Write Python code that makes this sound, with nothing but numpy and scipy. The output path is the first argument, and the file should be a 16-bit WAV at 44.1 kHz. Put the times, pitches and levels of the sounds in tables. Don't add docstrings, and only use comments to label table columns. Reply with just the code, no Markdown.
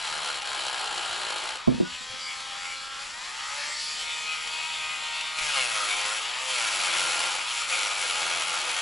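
import sys
import numpy as np
from scipy import signal
from scipy.fft import rfft, irfft, next_fast_len
from scipy.io import wavfile
from scipy.ndimage import uniform_filter1d, map_coordinates

SR = 44100
rng = np.random.default_rng(int(sys.argv[2]) if len(sys.argv) > 2 else 0)


def level_to_linear(level):
    exponent = np.asarray(level, float) / 20
    return 10 ** exponent


def generate_wav(sig):
    pcm = np.round(np.clip(np.atleast_2d(sig).T, -1, 1) * 32767).astype(np.int16)
    wavfile.write(sys.argv[1], SR, pcm)


N = 388521
HZ = np.fft.rfftfreq(next_fast_len(N), 1 / SR)
T = np.arange(N) / SR

# t/s, speed/(turns per s), lag/s
SPEED_STEPS = [(-.192, 65.5, .178), (.604, 54.8, .173), (1.424, 88.2, .143), (2.25, 90.2, .242),
               (2.977, 157.8, .2), (4.68, 155, .05), (5.2, 155.8, .05), (5.389, 75, .185),
               (5.75, 108.1, .147), (6.17, 132, .07), (6.5, 85.9, .09), (7.266, 150, .16),
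               (7.513, 90.8, .13), (7.984, 69.4, .216), (8.275, 84.7, .159)]
FREE_HZ, DIAL_S = (90, 157), 4.2
# start/s, end/s, rasp at start/dB, rasp at end/dB, tap level/dB
STROKES = [
    (-.05, 0.4, -36.5, -35, -9),
    (0.438, 1.578, -35, -37, -8.5),
    (5.386, 6.235, -31, -34.5, -5),
    (6.407, 6.65, -37, -29, -2),
    (6.638, 7.394, -31.5, -31.5, -30),
    (7.458, 7.624, -35.5, -29.5, -25),
    (7.686, 7.96, -30, -32, -17),
    (7.955, 9, -32.5, -35, -7),
]
BITE_S, LIFT_S, LIFT_OFF_S = 0.055, 0.11, 0.053
# start/s, end/s
DIGGING = [
    (.56, 1.56),
    (6.68, 7.5),
    (7.68, 9),
]
WANDER, SLIP = .003, .05
# start/s, end/s, change/dB
SKIMS = [
    (0, .13, -3),
    (0.362, .52, -2.5),
    (6.3, 6.5, 1.5),
    (7.43, 7.7, -4.5),
]

# f/Hz, level per Hz/dB
RASP_FAST = [(71, -57), (120, -31), (276, -30), (333, -12), (417, -18.5), (524, -10.5), (1110, -4),
             (1370, 3), (1720, -3.5), (2610, 4), (5250, -3.5), (7370, -10), (8900, -10), (10200, -5),
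             (11000, -10), (14200, -47), (22000, -120)]
RASP_SLOW = [(71, -54), (120, -15.5), (270, -17.5), (333, -5), (657, -2), (809, -3.5), (1140, -12.5),
             (1370, -6.5), (2420, -13.5), (3090, -1), (3530, -11), (3950, -3.5), (6340, -16), (7510, -14.5),
             (11000, -14.5), (14200, -51), (22000, -120)]
# f/Hz, width/Hz, level/dB
LOCK = [(157, 20, 9.5), (315, 13, -29), (515, 19, 13), (580, 27, -21), (844, 77, 13), (874, 41, -0.5),
        (1052, 17, 17), (1238, 40, 12.5), (1381, 57, 13.5), (1480, 40, 8.5), (1632, 36, 14.5),
        (2220, 130, 10.5), (2460, 170, 5), (2700, 100, -48), (2880, 49, -40), (3050, 120, -7),
        (3400, 190, -0.5), (4250, 170, 7), (5820, 400, 7.5), (7360, 1040, 14), (10300, 1050, 8.5)]
# f/Hz, level/dB
SMEAR_COLOUR = [(1500, 0.5), (4000, 0.5), (8000, -4)]
EDGE_COLOUR = [(1500, -26), (3500, -4.0), (5000, -0.5), (9000, 1.5)]
TAP_COLOUR = [(250, -20), (450, -8.5), (600, 2), (1300, -2), (2300, 0), (3200, 7), (4200, -18)]
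TICK_DB, TICK_SHARE = -5, 0.085
RIDING_DB = -4
TAP_BOG_DB, TAP_FADES_AT = -71, 0.28

# multiple of shaft speed, level/dB
SLOW = [(1, -14.5), (2, -15.5), (3, -19.5), (4, -48), (5, -39), (6, -4.5), (7, -35), (8, -28), (9, 2.5),
        (10, -20), (11, -40), (12, 2), (13, -6), (14, -15), (15, 2), (16, -12), (17, -27), (18, -0.5)]
BOGGED = [(1, -25.5), (2, -27), (3, -13), (4, -13), (5, -9.5), (6, -5), (7, 3), (8, -31), (9, 3.5),
          (10, -8), (11, -8), (12, -6), (13, -4), (14, -3), (15, 0), (16, -10), (17, -24), (18, 5)]
FAST = [(1, -25.5), (2, -40), (3, -18), (4, -13), (5, -14.5), (6, 3), (7, -5), (8, 1), (9, -2), (10, -5.5),
        (11, -26), (12, -8), (13, -12), (14, -7.5), (15, -8), (16, -8.5), (17, -20), (18, -24)]
SETTINGS_HZ = [89, 105, 157]
WOBBLE_DB, WOBBLE_FROM_HZ = -3, (100, 140)
# f/Hz, width/Hz, level/dB
HOUSING = [(822, 40, -0.5), (944, 43, -2), (1228, 50, 2), (1407, 21, -22), (1770, 240, -2.5),
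           (2144, 62, -4.5), (2515, 230, -1), (2930, 80, 0.5), (3277, 360, 0.5), (3690, 20, -1.5),
           (4446, 21, 0.5), (5600, 100, -7), (7490, 530, 4), (10360, 500, 6)]
# f/Hz, level per Hz/dB
AIR_UP = [(150, -55), (250, -27), (463, -11.5), (578, -3.5), (636, -9), (781, -3.5), (1120, -1.5),
          (1300, -3), (1520, -5), (2290, -6.5), (2640, -8.5), (4740, -4), (11000, -24), (14200, -52),
          (22000, -120)]
AIR_STEADY = [(150, -63), (250, -33), (616, -14.5), (806, -9), (915, -3.5), (1140, -5), (1280, -2),
              (1750, -13.5), (1860, -7.5), (2560, -7.5), (4520, -7.5), (6200, -15), (7150, -17),
              (10500, -26.5), (11000, -21.5), (14200, -53), (22000, -120)]
# f/Hz, level/dB
CLATTER_COLOUR = [(500, -6), (1800, -2), (2500, 0), (3500, -2.5), (5000, -4), (10000, -1)]
RENEW_PER_GLIDE = 15

# t/s, level/dB, facing the microphone 0-1, height above the bench 0-1
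HELD = [(0, -43, 0, 0), (1.5, -41.5, 0.01, 0.25), (1.64, -44, 0, 0), (1.79, -44, 0.44, 0.17),
        (1.94, -40, 0.47, 0.5), (2.14, -38, 0.15, 0.77), (2.26, -40, 0.85, 0.32), (2.55, -37.5, 0.1, 0.24),
        (2.67, -39, 0.75, 0.05), (2.89, -40.5, 0.37, 0.28), (3.19, -41, 0.8, 0.02), (3.46, -38, 0.68, 0.04),
        (3.63, -37, 0.86, 0), (3.83, -36, 0.9, 1), (4.27, -34, 0.23, 0.44), (5.32, -34.5, 0.17, 0.22),
        (6.35, -35, 0.49, 0.35), (8.81, -37, 0.39, 0.42)]
# start/s, end/s, patchiness/dB
SWINGS = [
    (1.62, 2.52, 1.8),
    (2.52, 3.5, 1),
    (3.5, 4.37, 2.5),
    (5.38, 6.6, 1.3),
]
STILL_DB, SWING_EDGE_S = .6, .08
# t/s, length/s, f/Hz, width/Hz, lift/dB
SWELLS = [(1.952, 0.03, 2710, 500, 0), (2.144, 0.087, 500, 65, 14), (2.26, 0.049, 4730, 300, 9),
          (2.3, .05, 2250, 200, 9), (2.7, 0.084, 2210, 99, 13), (2.4, 0.03, 4300, 300, 2),
          (2.78, .04, 4150, 300, 5), (1.85, .05, 1460, 52, 5), (3.71, .05, 2060, 130, 3),
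          (3.5, 0.076, 1280, 63, 0), (3.65, .05, 2220, 160, 1), (3.64, 0.15, 580, 29, 11),
          (3.693, 0.085, 1760, 310, 0), (3.782, 0.087, 5600, 370, 2), (3.852, 0.11, 4500, 530, 1),
          (3.977, 0.028, 3800, 400, 1), (4.117, 0.026, 3300, 300, -3), (4.535, 0.033, 4600, 220, -1),
          (4.85, 0.59, 2520, 170, -6), (4.94, 0.41, 3500, 220, -4), (4.603, 0.13, 4420, 140, -6),
          (4.11, .04, 3500, 200, 2), (4.25, 0.13, 2380, 130, 2), (0.87, 0.17, 754, 71, 1.5),
          (2.93, 0.21, 1390, 200, 4), (3.403, 0.027, 2940, 250, 1), (7.9, 0.056, 2300, 180, -1),
          (5.62, 0.046, 2150, 160, -5), (5.93, 0.025, 2280, 210, 1), (5.564, 0.068, 2840, 190, -3),
          (5.569, 0.033, 1280, 140, 5), (5.79, 0.053, 1260, 110, 6.5), (7.627, 0.013, 1260, 60, 12.5),
          (8.55, 0.023, 1340, 90, 9), (7.74, 0.034, 2500, 450, -4), (8.8, 0.034, 3360, 130, -3),
          (9.5, 0.039, 1350, 74, -5), (7.8, 0.083, 1400, 210, -5), (5.41, .03, 2200, 240, 4),
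          (6.5, 0.034, 1300, 76, 0)]
BASS_DB, LOW_DB, HIGH_DB = -19.5, -3, -9.5
STONE_BASS_DB, STONE_LOW_DB, STONE_HIGH_DB = 0.5, -2, 3.5
BOG_BASS_DB, BOG_LOW_DB, FACING_HIGH_DB = 16.5, 11, 7.5
HEIGHT_LOW_DB, HEIGHT_BASS_DB, FAST_LOW_DB = -10.5, -2, -2
WHINE_DB, WHINE_BITE_DB, WHINE_BOG_DB, WHINE_SLOW_DB = -4.5, -7, -25, -4
GRIP_S, GRIP_DB = 6.75, -7

# t/s, peak/dB
CATCHES = [(0.0258, -21), (0.0458, -22), (0.0718, -16), (0.157, -22), (0.184, -21), (0.2768, -23),
           (0.3207, -29), (0.4204, -19), (0.4549, -21), (0.4838, -22), (0.5521, -19), (0.6504, -21),
           (0.6843, -19), (0.782, -26), (1.053, -23), (1.0994, -29), (1.1612, -23), (1.296, -28),
           (1.3279, -22), (1.3598, -21), (1.3788, -23), (1.49, -19), (1.6746, -27), (2.4044, -25),
           (2.6539, -24), (4.4737, -17), (4.5376, -20), (5.037, -22), (5.2116, -18), (5.3872, -16),
           (5.5593, -16), (5.911, -14), (6.055, -18), (6.6473, -14), (6.6822, -17), (6.9676, -12),
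           (6.9985, -18), (7.0673, -14), (7.1995, -19), (7.6899, -18), (7.705, -15), (8.1097, -16),
           (8.1549, -15), (8.4028, -24), (8.7459, -13)]
CATCH_DB, CATCH_S = -10, 0.0036
# f/Hz, level/dB
CATCH_COLOUR = [(900, -20), (2200, 1), (9000, -4)]
# f/Hz, level per Hz/dB
SHOP = [(12, -31), (20, 1.5), (114, -10.5), (151, -9), (354, -11.5), (381, -10), (414, -17), (458, -8),
        (492, -7), (600, -9.5), (780, -24), (1320, -120)]
SHOP_DB = -59
# start/s, end/s, f/Hz, level/dB
HUMS = [
    (.08, 0.363, 157, -61),
    (.5, .7, 93, -67),
    (5.4, 5.744, 148, -62.5),
    (6.75, 7.3, 154, -63.5),
    (6.848, 7.15, 94, -73),
    (8.203, 8.62, 158, -63.5),
    (8.15, 8.45, 92.5, -68),
]
HUM_WIDTH_HZ = 14
# t/s, strength/dB, push/ms, spot struck (0 low, 1 high)
KNOCKS = [
    (1.6735, -13, .4, 0),
    (1.6805, -15.5, 1.3, 0),
    (1.714, -22, .8, .2),
    (1.742, -28, 1.5, 0),
    (1.775, -26, 1.5, 0),
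    (1.8005, -15, .7, 1),
    (1.826, -27, 1.1, .6),
    (2.0, -42, 2, 0),
    (2.13, -40, 2, 0),
]
# f/Hz, t60/s, struck low/dB, struck high/dB, left minus right/dB
CAMERA_BODY = [(156, .15, -9, -11, -7), (205, .12, 2.5, -2, -3), (252, .26, -6, -9, -4), (295, .11, -9, -10, 4),
               (350, .115, -2, 3.5, 1), (420, .11, -11, -10, -3), (470, .08, -9, -12, 4),
               (522, .12, -13, -15, -4), (605, .1, -9, -11, 3), (670, .06, -3, -8, -4), (830, .07, -18, -19, -6),
               (1000, .1, -20, -19, 6), (1180, .08, -20, -19, 3), (1330, .1, -21, -26, -3)]
# t/s, level/dB, f/Hz, t60/s
THUDS = [(1.679, -40, 65, 0.41), (1.683, -26.5, 130, 0.26), (1.676, -25.5, 256, 0.42),
         (1.6745, -21, 220, .06), (1.745, -28, 237, .1), (1.675, -35, 700, 0.054), (1.676, -35, 1050, .1),
         (1.809, -32, 340, 0.052), (1.809, -30.5, 182, 0.23), (1.1, -51, 81, 0.18), (1.92, -51, 76, 0.27),
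         (2.099, -48, 116, 0.15), (3.45, -59, 71.5, 0.47), (5.41, -46, 34.6, 0.37)]
# f/Hz, level/dB
BENCH = [(90, -33), (170, -11), (280, 1), (520, 0), (1000, -20), (2000, -43)]
BENCH_DB, BENCH_T60_S = -21, .16
# f/Hz, left minus right/dB
LEAN = [(200, 0), (340, 2), (600, 1.3), (1060, 3.6), (1880, 3.3), (3330, 1), (5900, 0)]
# f/Hz, room against direct/dB
WIDE = [(60, -2), (110, -10), (190, 6), (340, 0.5), (600, -12.5), (1060, -10), (1880, -7), (3330, -16),
        (5920, -27.5), (10500, -22.5)]


def unit(x):
    return x / np.sqrt(np.mean(x ** 2))


def curves(table):
    s, *columns = np.transpose(table)
    return [np.interp(T, s, column) for column in columns]


def shape(points):
    hz, db = np.transpose(points)
    return level_to_linear(np.interp(np.log(HZ + 1), np.log(hz + 1), db))


def humps(peaks, share):
    top_db = max(p[2] for p in peaks)
    power = sum(share * level_to_linear(db - top_db) ** 2 / (1 + (2 * (HZ - hz) / width) ** 2)
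                for hz, width, db in peaks)
    return np.sqrt(1 + power)


def colour(x, gain):
    size = next_fast_len(N)
    return irfft(rfft(x, size) * gain, size)[..., :N]


def walk(rate):
    k = int(SR / rate)
    held = np.repeat(rng.standard_normal(N // k + 1), k)
    return 1.1 * uniform_filter1d(uniform_filter1d(held, k), k)[:N]


def span(start, end, rise_s, fall_s, t=T):
    return (1 + np.tanh((t - start) / rise_s)) * (1 - np.tanh((t - end) / fall_s)) / 4


def ring(hz, t60):
    t = T[:SR // 2]
    return np.sin(2 * np.pi * hz * t) * np.exp(-np.log(1000) * t / t60)


def shaft():
    hz, before = FREE_HZ[0], FREE_HZ[0]
    for s, aim, lag in SPEED_STEPS:
        late = np.maximum(T - s, 0) / lag
        hz = hz + (aim - before) * (1 - (1 + late) * np.exp(-late))
        before = aim
    return hz


def repeating(turn, renew_s):
    rows = rng.standard_normal((int(9 / .02), 512))
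    rows = np.concatenate([rows, rows[:, :1]], axis=1)
    glided = np.cumsum(np.abs(np.gradient(np.log(shaft()))))
    row = np.minimum(T / renew_s + RENEW_PER_GLIDE * glided, len(rows) - 1)
    return unit(map_coordinates(rows, [row, turn % 1 * 512], order=1))


def rasp(turn, digging):
    grit = rng.standard_normal(N) * level_to_linear(2.6 * np.minimum(rng.exponential(size=N), 5))
    same_grit = level_to_linear(.5) * repeating(turn, renew_s=.1)
    high_spot = 1 + 3.1 * np.exp(-((turn + 0.1 * walk(30)) % 1) / 0.48)
    bites = (rng.random(N) < 90 / SR) * rng.uniform(0.037, 1, N)
    bounce = 1 + 1.1 * signal.lfilter([1], [1, -np.exp(-1 / (.005 * SR))], bites)
    chatter = level_to_linear(np.minimum(2.1 * walk(70) + 0.6 * walk(14), 3.5)) * bounce
    chatter = np.minimum(chatter, 1.7)
    scratch = unit((unit(grit) + same_grit) * high_spot * chatter)
    scratch = scratch + 0.86 * colour(rng.standard_normal(N), shape(SMEAR_COLOUR))
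    riding = (1 - digging) * (T > DIAL_S)
    scratch = scratch + level_to_linear(RIDING_DB) * riding * repeating(turn, renew_s=.11)
    edge = np.exp(-((turn + .12 * walk(60)) % 1) / TICK_SHARE)
    edge = edge * level_to_linear(2.7 * walk(80)) * rng.standard_normal(N)
    scratch = scratch + level_to_linear(TICK_DB) * colour(unit(edge), shape(EDGE_COLOUR))
    slow, fast = (unit(colour(scratch, shape(points) * humps(LOCK, 11.6))) for points in (RASP_SLOW, RASP_FAST))
    return np.where(T < 3, slow, fast)


def taps(turn, bog):
    uneven = (.003 + .016 * bog) * walk(45)
    tap = np.exp(1000 * (np.cos(2 * np.pi * (turn + uneven)) - 1)) * level_to_linear(2.5 * walk(30))
    return unit(colour(tap, shape(TAP_COLOUR) * humps(LOCK, 24.0)))


def whine(shaft_hz, turn, pressure):
    out = 0
    glide = np.maximum(np.gradient(np.log(shaft_hz)) * SR, 0)
    glide = uniform_filter1d(glide, SR // 10)
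    for (order, slow_db), (_, bogged_db), (_, fast_db) in zip(SLOW, BOGGED, FAST):
        db = np.interp(shaft_hz, SETTINGS_HZ, [slow_db, bogged_db, fast_db])
        db = db + 2.2 * walk(5) + (2.2 * pressure + 9 / (3 + order)) * walk(23)
        db = db - .19 * order * glide
        drift = (.85 + .5 * pressure) * walk(14) + .06 * order * walk(40)
        drift = drift + rng.uniform(0, 2 * np.pi)
        out = out + level_to_linear(db) * np.sin(2 * np.pi * np.round(order) * turn + drift)
    wobble = np.interp(shaft_hz, WOBBLE_FROM_HZ, [.15, .55])
    out = out * (1 + wobble * np.cos(np.pi * turn + .6 * walk(8)))
    return unit(colour(out, humps(HOUSING, 5.1)))


def air(turn, shaft_hz):
    wobble = level_to_linear(WOBBLE_DB) * np.interp(shaft_hz, WOBBLE_FROM_HZ, [.3, 1])
    pulse = 1 + 0.15 * np.cos(2 * np.pi * turn)
    clatter = repeating(turn, renew_s=.11) + wobble * repeating(turn / 2, renew_s=.12)
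    clatter = colour(clatter, shape(CLATTER_COLOUR))
    hiss = pulse * rng.standard_normal(N) * level_to_linear(1.1 * walk(25)) + level_to_linear(1.9) * clatter
    up, low = (unit(colour(hiss, shape(points) * humps(HOUSING, 10.4))) for points in (AIR_UP, AIR_STEADY))
    steady = np.interp(T, [1.5, 1.7, 4.0, 4.3], [1, 0, 0, 1])
    return up + steady * (low - up)


def turning(sound):
    hz, s, spec = signal.stft(sound, SR, nperseg=1024)
    field = rng.standard_normal((56, 120))
    places = np.meshgrid(np.minimum(hz / 200, 55), s * 13, indexing="ij")
    lobes = map_coordinates(field, places, order=3)
    patchy_db = STILL_DB + sum((db - STILL_DB) * span(a, b, SWING_EDGE_S, SWING_EDGE_S, s)
                               for a, b, db in SWINGS)
    gain = level_to_linear(lobes * np.minimum(hz / 2500, 1)[:, None] * patchy_db)
    sound = signal.istft(spec * gain, SR, nperseg=1024)[1][:N]
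    out = sound.copy()
    for s, length, hz, width, db in SWELLS:
        near = slice(int((s - 3 * length) * SR), int((s + 3 * length) * SR))
        b, a = signal.iirpeak(hz, hz / width, SR)
        passing = np.exp(-((T[near] - s) / length) ** 2)
        out[near] += level_to_linear(db) * passing * signal.lfilter(b, a, sound[near])
    return out


def tool():
    shaft_hz = shaft()
    digging = sum(span(s, end, .04, .04) for s, end in DIGGING)
    fast = T > DIAL_S
    slipping = .005 * (shaft_hz < 115) * fast + SLIP * digging
    turn = np.cumsum(shaft_hz * (1 + WANDER * walk(9) + slipping * walk(35))) / SR
    held_db, facing, height = curves(HELD)

    bites = []
    for s, end, db, end_db, _ in STROKES:
        lift_s = LIFT_S if s > DIAL_S else LIFT_OFF_S
        bites.append(level_to_linear(np.interp(T, [s, end], [db, end_db])) * span(s, end, BITE_S, lift_s))
    stone = sum(bite ** 2 for bite in bites)
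    power = stone + level_to_linear(held_db) ** 2
    pressure = stone / power
    tapping = sum(bite * level_to_linear(row[-1]) for bite, row in zip(bites, STROKES)) / np.sqrt(power)
    bog = np.clip(1 - shaft_hz / np.where(fast, FREE_HZ[1], FREE_HZ[0]), 0, 1)
    bog = bog * ((T < SPEED_STEPS[4][0]) | fast)

    whine_db = WHINE_DB + WHINE_BITE_DB * pressure + WHINE_BOG_DB * bog
    whine_db = whine_db + WHINE_SLOW_DB * pressure * ~fast + GRIP_DB * (T > GRIP_S)
    sound = np.sqrt(1 - pressure) * air(turn, shaft_hz) + np.sqrt(pressure) * rasp(turn, digging)
    tap_gain = level_to_linear(TAP_BOG_DB * np.maximum(bog - TAP_FADES_AT, 0))
    sound = sound + tapping * tap_gain * taps(turn, bog)
    sound = turning(sound + level_to_linear(whine_db) * whine(shaft_hz, turn, pressure))

    bass_db = BASS_DB + STONE_BASS_DB * pressure + BOG_BASS_DB * bog + HEIGHT_BASS_DB * height
    bass_db = bass_db + sum(db * span(a, b, 0.026, .03) for a, b, db in SKIMS)
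    low_db = LOW_DB + STONE_LOW_DB * pressure + BOG_LOW_DB * bog
    low_db = low_db + HEIGHT_LOW_DB * height + FAST_LOW_DB * fast
    high_db = HIGH_DB + STONE_HIGH_DB * pressure + FACING_HIGH_DB * facing
    bass, low, middle = (1 / (1 + (HZ / edge) ** 8) for edge in (750, 1800, 5000))
    out = 0
    for band, db in ((bass, bass_db), (low - bass, low_db), (middle - low, 0), (1 - middle, high_db)):
        part = colour(sound, band)
        out = out + part / np.sqrt(uniform_filter1d(part ** 2, SR // 2)) * level_to_linear(db)
    return out * np.sqrt(power)


def shop():
    mid, side = colour(rng.standard_normal((2, N)), shape(SHOP + [(900, -60)]))
    side = colour(side, shape([(60, -13), (250, 0.5)]))
    return unit(mid * level_to_linear(0.31 * walk(3.07)) + side * np.array([[1], [-1]])) * level_to_linear(SHOP_DB)


def catches():
    burst = sum(level_to_linear(db + CATCH_DB) * (T > s) * np.exp(-np.maximum(T - s, 0) / CATCH_S) for s, db in CATCHES)
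    gain = shape(RASP_FAST) * humps(LOCK, 5.0) * shape(CATCH_COLOUR)
    return burst * unit(colour(rng.standard_normal(N), gain))


def hum():
    noise = rng.standard_normal(N)
    out = 0
    for s, end, hz, db in HUMS:
        drone = unit(colour(noise, 1 / (1 + (2 * (HZ - hz) / HUM_WIDTH_HZ) ** 2)))
        out = out + level_to_linear(db) * span(s, end, 0.047, 0.064) * drone
    return out


def knocks():
    sides = np.array([[1], [-1]])
    out = np.zeros((2, N))
    for s, db, push_ms, spot in KNOCKS:
        body = 0
        for k, (hz, t60, low_db, high_db, lean_db) in enumerate(CAMERA_BODY):
            note_db = low_db + spot * (high_db - low_db) + sides * lean_db / 2
            body = body + (-1) ** k * level_to_linear(note_db) * ring(hz, t60)
        push = np.hanning(int(push_ms * SR / 500))[None]
        blow = signal.fftconvolve(body, push / push.sum(), axes=1)
        out[:, int(s * SR):][:, :blow.shape[1]] += sides * level_to_linear(db) * blow
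    for s, db, hz, t60 in THUDS:
        out[:, int(s * SR):][:, :SR // 2] += level_to_linear(db) * ring(hz, t60)
    return out


def bench():
    shake = 0
    for s, db, *_ in KNOCKS:
        fade = np.exp(-np.log(1000) * np.maximum(T - s, 0) / BENCH_T60_S)
        shake = shake + level_to_linear(db) * (T > s) * fade
    return level_to_linear(BENCH_DB) * shake * unit(colour(rng.standard_normal((2, N)), shape(BENCH)))


def scene():
    direct = tool() + catches()
    tail = rng.standard_normal(SR // 4) * np.exp(-np.log(1000) * T[:SR // 4] / .15)
    echo = signal.fftconvolve(direct, tail / np.linalg.norm(tail))[:N]
    room = colour(echo, shape(WIDE) * level_to_linear(-1.0))
    lean = np.sqrt(shape(LEAN))
    stereo = np.array([colour(direct, lean) + room, colour(direct, 1 / lean) - room])
    return stereo + knocks() + shop() + bench() + hum()


def roll_off(x):
    return signal.sosfilt(signal.butter(12, 11110, fs=SR, output="sos"), x)


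def record(dry):
    mix = colour(dry, HZ < 11025)
    return roll_off(mix)


dry = scene()
out = record(dry)
generate_wav(out)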